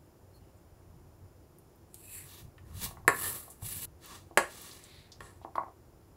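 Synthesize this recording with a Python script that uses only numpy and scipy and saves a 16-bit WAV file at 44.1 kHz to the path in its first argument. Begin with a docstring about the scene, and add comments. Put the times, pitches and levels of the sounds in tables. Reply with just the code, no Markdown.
"""A wooden spoon stirs floured vegetable cubes in a steel bowl, on a cloth in a quiet kitchen.
Each stroke is countless tiny slips that hiss along the wall and make the damped steel sing.
The spoon knocks the bowl hard twice, cubes and spoon bump dully on the bottom, and wet batter ticks.
Underneath, the table rumbles as the bowl is shoved about, over faint room tone."""
import sys
import numpy as np
from scipy import signal
from scipy.fft import rfft, irfft, next_fast_len
from scipy.io import wavfile

SR = 44100
rng = np.random.default_rng(int(sys.argv[2]) if len(sys.argv) > 2 else 0)


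def put_to_file(sound):
    """Save the sound as 16-bit audio at rate SR, in the file named by the first command-line argument."""
    columns = np.atleast_2d(sound).T  # one column per channel
    safe = np.clip(columns, -1, 1)
    whole_steps = np.round(safe * 32767)
    wavfile.write(sys.argv[1], SR, whole_steps.astype(np.int16))


N = 271655
SIZE, BLOW_SIZE = next_fast_len(N), 16384  # FFT lengths for the scene and for one blow
T, F = np.arange(N) / SR, np.maximum(np.fft.rfftfreq(SIZE, 1 / SR), 1)
BLOW_T, BLOW_F = np.arange(BLOW_SIZE) / SR, np.maximum(np.fft.rfftfreq(BLOW_SIZE, 1 / SR), 1)


def amp(db):
    """Decibels to gain."""
    return 10 ** (np.asarray(db) / 20)


def noise(size=SIZE):
    """White noise."""
    return rng.standard_normal(size)


def colour(points):
    """EQ curve through (frequency [Hz], gain [dB]) points."""
    hz, db = np.transpose(points)
    return amp(np.interp(np.log(F), np.log(hz), db))


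def resonance(hz, width, f=F):
    """Response of one damped resonance, gain 1 at its centre."""
    return 1 / (1 + 1j * (f * f - hz * hz) / (f * width))


def modal(modes, f):
    """Response of a ringing body; neighbouring modes move in opposite phase."""
    return sum((-1) ** k * amp(db) * resonance(hz, width, f) for k, (hz, width, db) in enumerate(modes))


def shaped(x, response):
    """Filter a sound by a frequency response."""
    return irfft(rfft(x, SIZE) * response, SIZE)[:N]


def hiss(response, band_hz=(250, 15000)):
    """Filtered noise with rms 1 inside the band."""
    inside = (F > band_hz[0]) & (F < band_hz[1])
    return shaped(noise(), response) / np.sqrt(np.mean(np.abs(response) ** 2 * inside))


def flutter(rate_hz):
    """Smooth random wobble with a spread near 1."""
    knots = np.arange(0, N / SR + 1, 1 / rate_hz)
    return np.sqrt(3 / 2) * np.interp(T, knots, noise(len(knots)))


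def swell(time, half_length):
    """A bell-shaped rise and fall around a time."""
    return np.exp(-((T - time) / half_length) ** 2 / 2)


def fade(t60):
    """Exponential decay of a blow, 60 dB in t60 seconds."""
    return np.exp(-np.log(1000) * BLOW_T / t60)


def unit(x):
    """Scale a blow to the energy of 10 ms at rms 1."""
    return x * np.sqrt(0.01 * SR / np.sum(x ** 2))


def contact(t60, chatter_db):
    """Spectrum of one push followed by dying chatter."""
    push = unit(signal.unit_impulse(BLOW_SIZE))
    chatter = unit(noise(BLOW_SIZE) * fade(t60))
    return rfft(push + amp(chatter_db) * chatter)


def add(track, time, x):
    """Mix a blow into a track at a time in seconds."""
    i = int(time * SR)
    track[i:i + len(x)] += x[:N - i]


# tone of still kitchen air: (frequency [Hz], gain [dB])
AIR_EQ = [(25, -34), (70, -7), (130, -14.5), (200, -19.5), (290, -19.5), (340, -14.5), (420, -21),
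          (900, -27.5), (2000, -40), (3700, -46), (4600, -45), (5000, -41.5), (8400, -48), (9600, -43),
          (15500, -45.5)]
# faint steady high tones: (frequency [Hz], relative level [dB])
HIGH_TONES = [(7122, -84), (13873, -97), (14250, -87.5)]
def room_tone(air_db=-63, low_cut_hz=70, tones_db=-2):
    """A bed of low room noise with a faint even hiss and steady tones at 7.1, 13.9 and 14.25 kHz."""
    air = hiss(colour(AIR_EQ) * F / np.hypot(F, low_cut_hz))
    tones = sum(amp(db) * np.sqrt(2) * np.sin(2 * np.pi * hz * T) for hz, db in HIGH_TONES)
    return amp(air_db) * air + amp(tones_db) * tones


# slaps off the worktop, cupboard and shelves: (delay [s], relative level [dB])
REFLECTIONS = [(.0023, -32), (.0083, -18), (.0153, -26)]
# tone of the kitchen's echo: (frequency [Hz], gain [dB])
REVERB_EQ = [(100, 2.5), (400, 0), (1150, 1), (2000, -2.5), (6000, 0), (15000, -4)]
def kitchen(x, early_db, early_t60, late_db, late_t60):
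    """The room adds a few close reflections, scattered echoes, then a short diffuse tail."""
    early = noise(BLOW_SIZE) ** 3 * fade(early_t60) * (BLOW_T > 0.004)  # cubing makes sparse spikes
    late = noise(BLOW_SIZE) * fade(late_t60) * (1 - fade(0.057))
    echo = amp(early_db) * early / np.linalg.norm(early) + amp(late_db) * late / np.linalg.norm(late)
    for delay, db in REFLECTIONS:
        add(echo, delay, amp([db]))
    return x + shaped(signal.fftconvolve(x, echo)[:N], colour(REVERB_EQ))


# boom of the table under the cloth: (frequency [Hz], gain [dB])
TABLE_EQ = [(20, -22.5), (40, -7.5), (68, -6.5), (84, -5), (93, 4), (104, -11), (135, -7.5), (180, -16),
            (300, -34), (700, -70)]
# shoves that slide the bowl on its cloth: (time [s], half length [s], level [dB])
BOWL_SHOVES = [(0.744, 0.016, -55), (0.98, 0.091, -53), (1.24, 0.023, -52), (2.256, 0.029, -56),
               (2.457, .03, -50), (2.8, 0.1, -44.5), (3.155, 0.162, -50.5), (3.674, 0.024, -46.5),
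               (3.76, 0.088, -50), (4.116, 0.034, -58), (5.23, .04, -55)]
# thumps of the rocking bowl: (time [s], level [dB], pitch [Hz], t60 [s])
ROCKING_THUMPS = [(2.702, -41, 88, 0.21), (3.626, -37, 99, 0.063), (3.079, -38, 135, .07),
                  (4.374, -38.5, 230, 0.091)]
def table_rumble(resting_db=-62, wander_db=1.8):
    """The table rumbles softly, more as the bowl is shoved about, and thumps when the bowl rocks."""
    resting = amp(resting_db + wander_db * flutter(rate_hz=7.7))
    shove_power = sum((amp(db) * swell(time, half)) ** 2 for time, half, db in BOWL_SHOVES)
    out = np.sqrt(resting ** 2 + shove_power) * hiss(colour(TABLE_EQ), band_hz=(50, 170))
    for time, db, hz, t60 in ROCKING_THUMPS:
        thump = np.sin(2 * np.pi * hz * BLOW_T) * fade(t60) * (1 - fade(0.027))
        add(out, time, amp(db) * unit(thump))
    return out


# sticky ticks of drops and batter, plus one small dull bump at 2.58 s: (time [s], level [dB], pitch [Hz], t60
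# [s])
BATTER_TICKS = [(1.5862, -61, 12000, 0.0059), (1.7585, -70, 12000, .012), (1.9434, -48, 9500, 0.01),
                (1.943, -63, 3280, 0.066), (2.581, -57.5, 1640, 0.027), (3.502, -49, 9350, 0.1),
                (4.059, -53.5, 11800, 0.018), (4.616, -50, 12600, .04), (4.712, -50.5, 4770, 0.06),
                (4.8387, -53.5, 7600, 0.037), (5.119, -51, 4810, 0.072), (5.556, -58.5, 3900, 0.012),
                (5.556, -61, 10300, 0.087)]
def batter_ticks(relative_width=0.57):
    """Wet surfaces meet or part in a brief bright crackle."""
    out = np.zeros(N)
    for time, db, hz, t60 in BATTER_TICKS:
        crackle = contact(t60, chatter_db=12) * resonance(hz, relative_width * hz, BLOW_F) ** 2
        add(out, time, amp(db) * unit(irfft(crackle)))
    return out


# ring of the loaded steel bowl: (frequency [Hz], width [Hz], gain [dB])
STEEL_MODES = [(184, 22, -15.5), (347.5, 12, -9.5), (400.4, 7.7, -2.5), (479, 73, -6.5), (607, 68, -4.5),
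               (729, 74.2, -2.5), (816, 45, -2), (953.4, 28, 2.5), (1101, 63, 4.5), (1232, 150, -1.5),
               (1406, 33, 0.5), (1702, 64, 2), (1843, 62, 3), (2088, 200, -8.5), (2790, 390, -15),
               (3840, 240, -19.5), (4370, 280, -19), (7640, 240, -9), (8390, 690, -17.5), (9640, 440, -10),
               (10900, 1000, -15), (12230, 900, -18), (13920, 1182, -25)]
def bowl(f):
    """Response of the steel, damped by its load; bumps, knocks and strokes all drive it."""
    return modal(STEEL_MODES, f)


# dull body of the spoon and thickly covered bottom: (frequency [Hz], width [Hz], gain [dB])
BOTTOM_MODES = [(280, 93, -3), (604, 170, -4.5), (745, 110, 0.5), (990, 180, -2.5), (1120, 130, -1),
                (2000, 220, -11), (2750, 400, -22.5)]
# spoon and cubes landing on the bottom: (time [s], level [dB], pitch [Hz])
BOTTOM_BUMPS = [(2.86, -48.5, 1060), (2.909, -50.5, 676), (2.97, -51, 1590), (3.048, -55.5, 950),
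                (3.478, -54, 900), (3.621, -55, 1500), (4.309, -51, 440), (5.413, -55.5, 756),
                (5.4468, -40.5, 770), (5.554, -36, 1080), (5.5796, -27.5, 1090), (5.6335, -42, 990),
                (5.681, -51.5, 1000)]
def bottom_bumps(relative_width=0.7, steel_db=-21, soft_hz=1800, slap_s=0.009, slap_db=-10):
    """A soft contact rings the covered bottom and barely wakes the steel; a weaker copy slaps back off a nearby
    surface 9 ms later."""
    out = np.zeros(N)
    bottom = modal(BOTTOM_MODES, BLOW_F)
    for time, db, hz in BOTTOM_BUMPS:
        push = contact(t60=0.014, chatter_db=-4.5) / (1 + 1j * BLOW_F / soft_hz) ** 3
        body = unit(irfft(push * bottom * resonance(hz, relative_width * hz, BLOW_F)))
        steel = unit(irfft(push * bowl(BLOW_F)))
        bump = amp(db) * (body + amp(steel_db) * steel)
        add(out, time, bump)
        add(out, time + slap_s, amp(slap_db) * bump)
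    return out


# bite of wood cracking on thin steel: (frequency [Hz], gain [dB])
CRACK_EQ = [(100, -32), (300, -13), (1200, 4.5), (2400, -7.5), (3800, -5.5), (6000, -12.5), (7800, -7.5),
            (12500, -11), (15000, -18.5)]
# two hard knocks on the wall and a faint one: (time [s], level [dB], wood pitch [Hz], wood t60 [s],
# ring mix [dB], crack mix [dB], crack roll-off [Hz], thud mix [dB], thud pitch [Hz])
WALL_KNOCKS = [(3.0789, -16.5, 1754, 0.012, -1.5, -19, 16250, -9, 404),
               (4.3742, -23, 1486, 0.0024, 2, 1, 8070, -0.5, 500),
               (5.205, -53.5, 1120, 0.039, 4, 6.5, 1500, -9.5, 429)]
def spoon_knocks(thud_relative_width=0.83, ring_brightness=1.647):
    """The spoon strikes: a short wooden clack, ringing steel, a bright crack and the load's thud."""
    out = np.zeros(N)
    for time, db, hz, t60, ring_db, crack_db, top_hz, thud_db, thud_hz in WALL_KNOCKS:
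        clack = unit(np.sin(2 * np.pi * hz * BLOW_T) * fade(t60) * (1 - fade(0.0034)) ** 2)
        steel = bowl(BLOW_F) / (1 + 1j * BLOW_F / (ring_brightness * top_hz))
        ring = unit(irfft(contact(t60=0.063, chatter_db=-6.5) * steel))
        crack_noise = shaped(noise(), colour(CRACK_EQ) / (1 + 1j * F / top_hz))[:BLOW_SIZE]
        crack = unit(crack_noise * fade(0.02) * (1 - fade(0.004)))
        load = resonance(thud_hz, thud_relative_width * thud_hz, BLOW_F) ** 2
        thud = unit(irfft(contact(t60=0.053, chatter_db=-6.5) * load))
        knock = clack + amp(ring_db) * ring + amp(crack_db) * crack + amp(thud_db) * thud
        add(out, time, amp(db) * knock)
    return out


# rasps of the dragging spoon: (time [s], half length [s], level [dB], pitch [Hz], mode width [Hz])
SPOON_CATCHES = [(0.362, 0.02, -70, 4300, 220), (0.363, 0.015, -70.5, 11000, 9000),
                 (0.463, 0.049, -81, 2860, 500), (0.58, 0.0095, -76, 7500, 3000),
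                 (2.145, 0.068, -62, 2560, 200), (2.192, 0.038, -59.5, 1940, 700),
                 (2.342, 0.047, -61.5, 3700, 1300), (3.262, 0.024, -42, 1797, 109),
                 (3.27, 0.019, -52, 3140, 505), (4.12, 0.025, -53, 1110, 143),
                 (4.924, 0.13, -65, 2070, 1326), (4.944, 0.085, -60.5, 3900, 1200),
                 (5.435, 0.012, -67.5, 3200, 2500)]
def spoon_catches():
    """Brief rough tones as friction feeds a single resonance."""
    return sum(amp(db) * swell(time, half) * hiss(resonance(hz, width) ** 2)
               for time, half, db, hz, width in SPOON_CATCHES)


def sheen(t60, db):
    """Fine spectral ripple from the countless narrow modes of thin steel."""
    ring = noise(BLOW_SIZE) * fade(t60)
    return 1 + amp(db) * rfft(ring / np.linalg.norm(ring), SIZE)


def pressure(start, attack, hold, release_t60, curve):
    """The spoon leans in gradually, keeps its pressure, then lets go."""
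    leaning = np.clip((T - start) / attack, 0, 1) ** curve
    since_release = np.maximum(T - start - attack - hold, 0)
    return leaning * np.exp(-np.log(1000) * since_release / release_t60)


# tone of wood rubbing on floury steel: (frequency [Hz], gain [dB])
RUB_EQ = [(200, 0.5), (500, -3.5), (1400, -5), (2300, 1), (3000, -1), (4300, 0.5), (5300, -1), (7000, -1.5),
          (10500, -10), (14000, -15), (16000, -10)]
# strokes along the wall: (start [s], attack [s], hold [s], release t60 [s],
# rub gain [dB], singing wall gain [dB], droning body gain [dB], treble shelf [dB])
SPOON_STROKES = [(1.82, 0.34, 0.02, 0.37, -70, -48.5, -67, 6),
                 (2.12, 0.18, 0.097, 0.24, -64.5, -68, -64.5, 12.5),
                 (2.623, 0.049, 0.17, 0.9, -74, -74.5, -63.5, 10),
                 (2.713, .12, 0.023, 0.17, -47, -46.5, -55, 11),
                 (3.041, 0.18, 0.093, 0.5, -53.5, -44, -45.5, 13.5),
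                 (3.583, 0.08, 0.19, 0.02, -57.5, -49.5, -60.5, 12.5),
                 (3.967, 0.084, .11, .35, -60.5, -62, -57, 2.5),
                 (4.379, .14, 0.15, 1, -60, -57.5, -59.5, 4),
                 (5.172, 0.052, 0.021, 0.5, -70, -60, -55, -14)]
def stirring(rub_db=-1, body_db=-3, peak_contrast=0.8, crossover_hz=2300, shelf_hz=11500):
    """Countless tiny slips hiss directly and drive the bowl's high wall modes and low body modes."""
    steel = np.abs(bowl(F)) ** peak_contrast  # the pressing spoon damps the bowl and flattens its peaks
    lows = 1 / (1 + (F / crossover_hz) ** 4)
    rub_tone = colour(RUB_EQ) * sheen(t60=0.034, db=-5.5)
    rubbing = amp(rub_db) * hiss(rub_tone, band_hz=(5000, 7000))
    wall_tone = steel * (1 - lows) ** 2 * sheen(t60=0.097, db=-0.5)
    singing = hiss(wall_tone, band_hz=(7300, 13000))
    body_tone = steel * lows * colour([(300, 2.5), (700, -14), (1100, -9), (2000, -11.5)])
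    droning = amp(body_db) * hiss(body_tone, band_hz=(900, 2200))
    # the grip of wood on floury steel varies from moment to moment, and more slowly as cubes snag
    grip = amp(0.98 * flutter(rate_hz=700) + 1.03 * flutter(rate_hz=120) + 1.46 * flutter(rate_hz=24.99))
    out, treble = np.zeros((2, N))
    for *timing, scrape_db, sing_db, drone_db, shelf_db in SPOON_STROKES:
        # the steel answers to a light touch; the dry hiss needs more pressure
        scrape = pressure(*timing, curve=2.6) * amp(scrape_db) * rubbing
        ring = pressure(*timing, curve=2.47) * (amp(sing_db) * singing + amp(drone_db) * droning)
        stroke = grip * (scrape + ring)
        out += stroke
        treble += (amp(shelf_db) - 1) * stroke
    return out + shaped(treble, 1 / (1 + (shelf_hz / F) ** 8))


def scene():
    """Close mono mix: knocks, ticks and bumps get the kitchen's echo; the stirring stays dry."""
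    hits = spoon_knocks() + batter_ticks()
    sharp = kitchen(hits, early_db=-6, early_t60=0.047, late_db=-6.5, late_t60=0.25)
    dull = kitchen(bottom_bumps(), early_db=-10.5, early_t60=0.08, late_db=-5, late_t60=0.21)
    return (sharp + dull + stirring() + spoon_catches() + table_rumble() + room_tone())[None]


def record(dry):
    """A steep high cut at 15.7 kHz."""
    return signal.sosfiltfilt(signal.ellip(10, 0.05, 60, 15700, fs=SR, output="sos"), dry)


dry = scene()
out = record(dry)
put_to_file(out)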